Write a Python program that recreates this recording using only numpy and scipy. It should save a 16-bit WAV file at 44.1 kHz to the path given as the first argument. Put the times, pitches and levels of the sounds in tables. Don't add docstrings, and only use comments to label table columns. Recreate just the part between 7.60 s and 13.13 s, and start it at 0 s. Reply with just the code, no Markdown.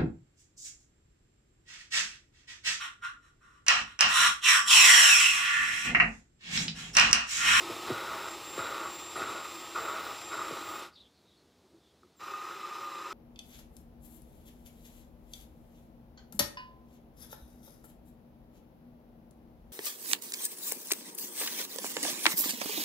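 import sys
import numpy as np
from scipy import signal
from scipy.fft import rfft, irfft
from scipy.io import wavfile
from scipy.ndimage import uniform_filter1d, map_coordinates

SR = 44100
rng = np.random.default_rng(int(sys.argv[2]) if len(sys.argv) > 2 else 0)


def master_out(mix):
    frames = np.transpose(np.atleast_2d(mix))
    ceiling = np.clip(frames, -1, 1)
    pcm = np.round(ceiling * 32767).astype(np.int16)
    wavfile.write(sys.argv[1], SR, pcm)


N = 243873
T = np.arange(N) / SR
HZ = np.fft.rfftfreq(8192, 1 / SR)

# (frequency [Hz], gain [dB])
GRIT_COLOUR = [(30, -50), (65, -15.5), (180, -22.5), (330, -9), (700, -8.5), (1000, -4.5), (1200, -2),
               (1450, 0), (1650, -11.5), (2000, -11.5), (3000, -20), (4000, -23.5), (7000, -35.5),
               (15000, -36)]
# (frequency [Hz], width [Hz], lift [dB])
HEAD_MODES = [(407, 62, 6.5), (480, 40, -3.5), (538, 37, 4.5), (571, 30, -4.5), (640, 43, 4.5),
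              (740, 60, -7), (1040, 31, -11), (1131, 43, 6.5), (1262, 70, 5.5), (1440, 60, 4),
              (1544, 50, -5.5), (1750, 150, -2.5), (1850, 71, 2), (1990, 28, 5), (2056, 26, 4),
              (2520, 75, 4.5), (3597, 60, 6), (3870, 64, 15), (3900, 240, 6), (4470, 49, 3), (5090, 55, 16)]


def amp(db):
    return 10 ** (np.asarray(db) / 20)


def evened(x):
    return x / np.sqrt(np.mean(x ** 2) + 1e-20)


def band(x, lo_hz, hi_hz):
    hz = np.fft.rfftfreq(len(x), 1 / SR)
    return irfft(rfft(x) * (hz >= lo_hz) * (hz <= hi_hz), len(x))


def wander(rate_hz):
    return evened(band(rng.standard_normal(N), .5, rate_hz))


def curve(rows, column=1):
    rows = np.asarray(rows)
    return np.interp(T, rows[:, 0], rows[:, column])


def since(s):
    return np.maximum(T - s, 0)


def envelope(start, end, attack_s, release_s):
    attack = np.minimum(since(start) / attack_s, 1)
    return attack * np.exp(-since(end) / release_s)


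def body(colour, resonances=()):
    hz, db = np.transpose(colour)
    gain_db = np.interp(np.log(HZ + 1), np.log(hz + 1), db)
    for centre, width, lift in resonances:
        gain_db = gain_db + lift / (1 + (2 * (HZ - centre) / width) ** 2)
    log_gain = np.log(amp(np.r_[gain_db, gain_db[-2:0:-1]]))
    spectrum = np.exp(np.conj(signal.hilbert(log_gain)))
    return np.fft.ifft(spectrum).real[:len(HZ)]


def ring(x, response):
    return signal.oaconvolve(x, response)[:N]


def resonate(x, hz, width):
    turn = np.exp(2j * np.pi * np.cumsum(hz * np.ones(len(x))) / SR)
    r = np.exp(-np.pi * width / SR)
    return 2 * (turn * signal.lfilter([1 - r], [1, -r], x / turn)).real


def grains(per_s, spread_db):
    size = amp(spread_db * np.minimum(rng.exponential(1, N), 4))
    sign = rng.choice([-1, 1], N)
    return evened(size * sign * (rng.random(N) < per_s / SR))


def add(mix, s, sound):
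    part = mix[max(round(s * SR), 0):][:len(sound)]
    part += sound[:len(part)]


def speed(run):
    start_lag_s, spin_up_s, coast_s = .027, .02, .088
    pulled, released = run[:2]
    spin_up = 1 - np.exp(-since(pulled + start_lag_s) / spin_up_s)
    return spin_up * np.maximum(1 - since(released) / coast_s, 0)


def pressure():
    # (start [s], length [s], attack [s], grinding before trim [dB], easing [dB])
    push_rows = [(.08, .06, .04, -50, 0), (.256, .43, .022, -38.8, 2.8), (.966, .31, .014, -37, 5),
                 (1.545, .31, .025, -36.2, 8.5), (2.146, .38, .014, -36, 6.8), (2.692, .29, .025, -39, 4.8),
                 (3, .245, .06, -47.5, 0)]
    total = 0
    for s, length, attack, db, easing_db in push_rows:
        eased_db = db - easing_db * np.minimum(since(s) / length, 1)
        total = total + envelope(s, s + length, attack, release_s=.028) * amp(eased_db)
    return total


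def gears(run, housing, motor_hz, throb):
    settle_s, load_db = .45, 1.1
    pulled, _, db, start_db = run
    turns = np.cumsum(motor_hz * (1 + .02 * wander(6))) / SR
    rattle = grains(16000, 1.76) * (1 + throb * np.cos(2 * np.pi * turns)) * amp(0.84 * wander(40))
    whirr = ring(rattle, housing)
    load = pressure()
    extra_db = start_db * np.exp(-since(pulled) / settle_s) + load_db * load / load.max()
    loudness = speed(run) * amp(db + extra_db)
    return loudness * whirr / np.std(band(whirr, 1550, 16000))


def bench_echo(x, delay_s=0.001096, echo_db=-12):
    sway = uniform_filter1d(wander(1.5), 2001)
    delay = delay_s * (1 + 0.061 * sway)
    treble = band(x, 4900, SR / 2)
    return x + amp(echo_db) * map_coordinates(treble, [(T - delay) * SR], order=3)


def whine(run, levels, motor_hz, side_db, octave_side_db, tone_db, octave_db):
    switch_hz, fade_s = 7388, .012
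    idle_rise_hz, current_rise_s = 650, .022
    inrush_dip_hz, inrush_s = 400, .06
    pulled, released = run[:2]
    hz = switch_hz + idle_rise_hz * np.exp(-since(pulled) / current_rise_s)
    hz = hz - inrush_dip_hz * np.exp(-since(pulled) / inrush_s)
    phase = 2 * np.pi * np.cumsum(hz + 4 * wander(60) + 6 * wander(4)) / SR
    motor = np.cos(2 * np.pi * np.cumsum(motor_hz * (1 + .015 * wander(3))) / SR)
    tone = amp(tone_db + curve(levels)) * np.sin(phase) * (1 + 2 * amp(side_db) * motor)
    octave = amp(octave_db + curve(levels, 2)) * np.sin(2 * phase)
    octave = octave * (1 + 2 * amp(octave_side_db) * motor)
    switched_on = envelope(pulled, released - 2 * fade_s, fade_s, fade_s)
    return np.sqrt(2) * switched_on * amp(0.48 * wander(50)) * (tone + octave)


def drone():
    # (hold until [s], frequency [Hz], width [Hz], level [dB])
    until, hz, width_hz, db = (.28, 345, 60, -48.5)
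    hum = resonate(resonate(grains(16000, 1.76), hz, width_hz), hz, 3 * width_hz)
    return amp(db) * envelope(0, until, .005, .08) * evened(hum)


def workshop(x, t60=0.24, wet_db=-16):
    # (frequency [Hz], gain [dB])
    air_colour = [(18, -51), (30, -60), (59, -5), (129, -9), (205, -7), (384, -7), (567, -13.5), (928, -17),
                  (1270, -19.5), (1520, -23), (2990, -25.5), (3410, -21), (4090, -21.5), (15000, -39)]
    t = np.arange(SR // 2) / SR
    dull_noise = signal.lfilter([1], [1, -.6], rng.standard_normal(len(t)))
    tail = dull_noise * amp(-60 * t / t60) * (t > .005)
    air = evened(ring(rng.standard_normal(N), body(air_colour))) * amp(-66)
    air = air + .1 * wander(9.3) * band(air, 0, 1500)
    return x + amp(wet_db) * ring(x, tail / np.linalg.norm(tail)) + air


def disperse(x, spread_s):
    hz = np.fft.rfftfreq(N, 1 / SR)
    knots_hz = np.arange(0, SR, 400)
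    delay = np.interp(hz, knots_hz, spread_s * rng.random(len(knots_hz)))
    return irfft(rfft(x) * np.exp(-2j * np.pi * np.cumsum(delay) * SR / N), N)


def grinding():
    trim_db = -2.07
    clumps = evened(band(rng.standard_normal(N), 70, 260))
    crush = grains(9000, 1.7) * amp(2.6 * np.clip(clumps, -2, 2))
    sound = ring(disperse(crush, spread_s=0.002022), body(GRIT_COLOUR, HEAD_MODES))
    return amp(trim_db) * pressure() * sound / np.std(band(sound, 1210, 1660))


def knocks(lag_s=0.02, bend_hz=190):
    # (time [s], peak [dB])
    landings = [(0.1, -33.5), (0.3019, -24.5), (.31, -28.5), (0.9787, -29.5), (1.559, -35), (1.607, -38.5),
                (2.909, -32.5)]
    # (frequency [Hz], gain [dB])
    thud_colour = [(30, -39), (70, -10), (130, -1.5), (220, -4.5), (320, 2), (560, 2.5), (800, -13),
                   (1500, -30), (4000, -71), (15000, -68)]
    out, t = np.zeros(N), np.arange(len(HZ)) / SR
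    delay = lag_s / (1 + (HZ / bend_hz) ** 4)
    spectrum = rfft(body(thud_colour, [(280, 55, 6.5), (395, 50, 3)]), 2 * (len(HZ) - 1))
    thud = irfft(spectrum * np.exp(-2j * np.pi * np.cumsum(delay) * HZ[1]))
    for s, db in landings:
        blow = signal.unit_impulse(len(t)) + .03 * rng.standard_normal(len(t)) * np.exp(-t / 0.016)
        sound = signal.fftconvolve(blow, thud)
        add(out, s, amp(db) * sound / abs(sound).max())
    return out


def scrapes(attack_s=.004, release_s=.006):
    # (time [s], length [s], level [dB])
    scrape_rows = [(.972, .05, -59), (1.56, 0.025, -53.5)]
    fizz = evened(band(grains(6000, 3.0), 7800, 11200))
    bursts = sum(amp(db) * envelope(s, s + length, attack_s, release_s) for s, length, db in scrape_rows)
    return fizz * bursts


def catches(t60=0.025, crunch_db=-11, trim_db=-1.5):
    # (time [s], ring before trim [dB], ring frequency [Hz])
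    caught_grains = [(0.9916, -26, 1250), (1.1657, -29, 1280), (1.6272, -27, 1370), (2.1605, -22, 1220),
                     (2.2847, -26, 1280), (2.4658, -29, 1240), (2.7916, -27, 1270), (2.8155, -25, 1240),
                     (4.4323, -51, 1270), (4.5531, -62, 1280), (4.6823, -30, 1260), (4.7374, -31, 1210),
                     (4.9102, -31, 1290), (5.4241, -32, 1220)]
    out, t = np.zeros(N), np.arange(len(HZ)) / SR
    head = body(GRIT_COLOUR, HEAD_MODES)
    for s, db, hz in caught_grains:
        tone = np.sin(2 * np.pi * hz * t) * amp(-60 * t / t60) * (1 - np.exp(-t / 0.00094))
        burst = rng.standard_normal(len(t)) * np.exp(-t / .003)
        crunch = signal.fftconvolve(burst, head)[:len(t)]
        sound = tone / abs(tone).max() + amp(crunch_db) * crunch / abs(crunch).max()
        add(out, s, amp(db + trim_db) * sound)
    return out


def rubbing(run, start, db):
    # (time [s], frequency [Hz])
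    ring_pitch = [(4.62, 1243), (4.68, 1262), (4.74, 1213), (4.94, 1268), (5.06, 1212), (5.18, 1240),
                  (5.38, 1202), (5.46, 1228), (5.53, 1290)]
    singing = .75
    throb, flutter_db, jitter_hz, passes_hz = .3, 1.6, 11, 20.5
    mode_hz = curve(ring_pitch) + 3 * wander(14)
    passes = np.cumsum(passes_hz * (1 + 0.12 * wander(5))) / SR
    rattle = evened(resonate(resonate(grains(2500, 2.1), mode_hz, 105), mode_hz, 440))
    phase = 2 * np.pi * np.cumsum(mode_hz + jitter_hz * wander(97)) / SR
    tone = evened(np.sin(phase) * amp(flutter_db * wander(120)))
    swell = 1 + throb * np.cos(2 * np.pi * passes)
    contact = speed(run) * np.minimum(since(start) / .02, 1)
    return amp(db) * contact * swell * (np.sqrt(1 - singing) * rattle + np.sqrt(singing) * tone)


def squeaks(width_hz=330):
    # (time [s], length [s], start frequency [Hz], level [dB])
    squeak_rows = [(3.32, .067, 4750, -63), (3.348, .058, 3850, -57.5), (3.385, .055, 3950, -57.5),
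                   (3.41, .085, 3550, -66), (3.52, .12, 4450, -73), (3.63, .16, 3850, -70),
                   (3.73, .12, 4500, -73.5), (4.198, .14, 3600, -73)]
    fall = .09
    out = np.zeros(N)
    for s, length, start_hz, db in squeak_rows:
        hz = start_hz * np.linspace(1, 1 - fall, round(length * SR))
        noise = rng.standard_normal(N)[:len(hz)]
        slip = resonate(resonate(noise, hz, width_hz), hz, 3 * width_hz)
        add(out, s, amp(db) * evened(slip) * np.sin(np.linspace(0, np.pi, len(hz))))
    return out


def bumps(hz=328, width_hz=70):
    # (time [s], length [s], level [dB])
    bump_rows = [(3.99, .14, -72), (4.109, .089, -60.5), (4.419, .06, -66)]
    out = np.zeros(N)
    for s, length, db in bump_rows:
        hum = resonate(resonate(rng.standard_normal(N), hz, width_hz), hz, 3 * width_hz)
        hum = hum[-round(length * SR):]
        add(out, s, amp(db) * evened(hum) * np.sin(np.linspace(0, np.pi, len(hum))))
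    return out


def scene():
    # (trigger pulled [s], trigger released [s], whirr above 1550 Hz [dB], extra at start [dB])
    fast_run = (-0.08, 3.223, -48.3, 5.8)
    slow_run = (4.562, 5.6, -49.8, -1.5)
    # (frequency [Hz], gain [dB])
    fast_colour = [(21, -65), (35, -9), (229, -13), (326, -2.5), (663, -8), (1250, -1.5), (1650, -11),
                   (1880, -8), (3280, -9.5), (3630, -8.5), (6830, -17.5), (7370, -17.5), (8370, -21),
                   (13900, -25), (15000, -29.5)]
    slow_colour = [(21, -73), (35, -40), (97, -31), (253, -28), (399, -13), (465, -23.5), (646, -23.5),
                   (995, -13), (1220, -8), (1610, -22), (2540, -21), (7010, -33.5), (7560, -35),
                   (9750, -41.5), (15000, -42)]
    # (frequency [Hz], width [Hz], lift [dB])
    whirr_shape = [(325, 82, 5.5), (493, 47, -4.5), (520, 40, 5), (650, 240, 1), (830, 53, 6.5),
                   (918, 50, 4), (1100, 60, 2.5), (1257, 60, 8.5), (1430, 117, -3), (1720, 130, -5),
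                   (1790, 110, 5), (2145, 60, 1.5), (2260, 80, -5.5), (2540, 450, 4), (3614, 111, 5),
                   (4500, 400, -0.5), (5120, 200, 5.5), (5800, 180, 4.5), (6080, 200, -3), (7700, 750, 4.5),
                   (10680, 700, 3), (12700, 400, 5.5), (15500, 900, -9)]
    light_whirr_shape = [(325, 63, 5), (409, 40, 3), (547, 62, 10), (642, 130, -5), (824, 80, 5.5),
                         (1400, 45, 1), (1844, 55, 7.5), (2010, 38, 6), (2240, 100, -3.5), (2380, 60, 2.5),
                         (2570, 140, 5), (3300, 83, -9), (3520, 120, 5), (3910, 51, 12.5), (4200, 70, 4),
                         (4550, 440, -2), (5030, 80, 7), (5180, 90, 10.5), (5880, 140, 8.5),
                         (7500, 400, 1.5), (8700, 400, 2), (11100, 700, 5), (12400, 500, 3),
                         (15500, 1000, -9)]
    # (time [s], switching tone [dB], octave [dB])
    fast_whine = [(0.0, -58, -69), (0.04, -63, -68), (0.28, -61, -67), (0.35, -67, -67), (0.63, -62, -65),
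                  (0.71, -54, -69), (0.79, -65, -69), (0.86, -55, -66), (1.03, -53, -65), (1.18, -62, -67),
                  (1.28, -55, -71), (1.33, -54, -62), (1.48, -54, -71), (1.75, -58, -73), (1.98, -58, -65),
                  (2.12, -59, -71), (2.21, -55, -64), (2.34, -57, -66), (2.38, -65, -67), (2.47, -64, -63),
                  (2.66, -54, -73), (2.99, -61, -68), (3.11, -59, -62), (3.2, -61, -65)]
    slow_whine = [(4.6, -72, -78), (4.644, -69, -71), (5.148, -69, -75), (5.242, -68, -69),
                  (5.392, -66, -77), (5.53, -68, -73)]
    fast_motor_hz, slow_motor_hz = 255, 182

    whirr = gears(fast_run, body(fast_colour, whirr_shape), fast_motor_hz, throb=0.12)
    whirr += gears(slow_run, body(slow_colour, light_whirr_shape), slow_motor_hz, throb=0.12)
    drill = bench_echo(band(whirr, 51, SR / 2)) + drone()
    drill += whine(fast_run, fast_whine, fast_motor_hz, side_db=-27, octave_side_db=-12,
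                   tone_db=4.1, octave_db=2.7)
    drill += whine(slow_run, slow_whine, slow_motor_hz, side_db=-17, octave_side_db=-5,
                   tone_db=3, octave_db=1.5)
    valve = grinding() + knocks() + scrapes() + catches()
    valve += rubbing(fast_run, start=2.95, db=-48.5)
    valve += rubbing(slow_run, start=4.6, db=-44.2)
    mono = workshop(drill + valve + squeaks() + bumps())
    return np.array([mono, mono])


def record(dry):
    thinned = signal.sosfilt(signal.butter(2, 50, "highpass", fs=SR, output="sos"), dry)
    band_limit = signal.firwin(511, 15700, window=("kaiser", 9), fs=SR)
    return signal.oaconvolve(thinned, band_limit[None], "same")


dry = scene()
out = record(dry)
master_out(out)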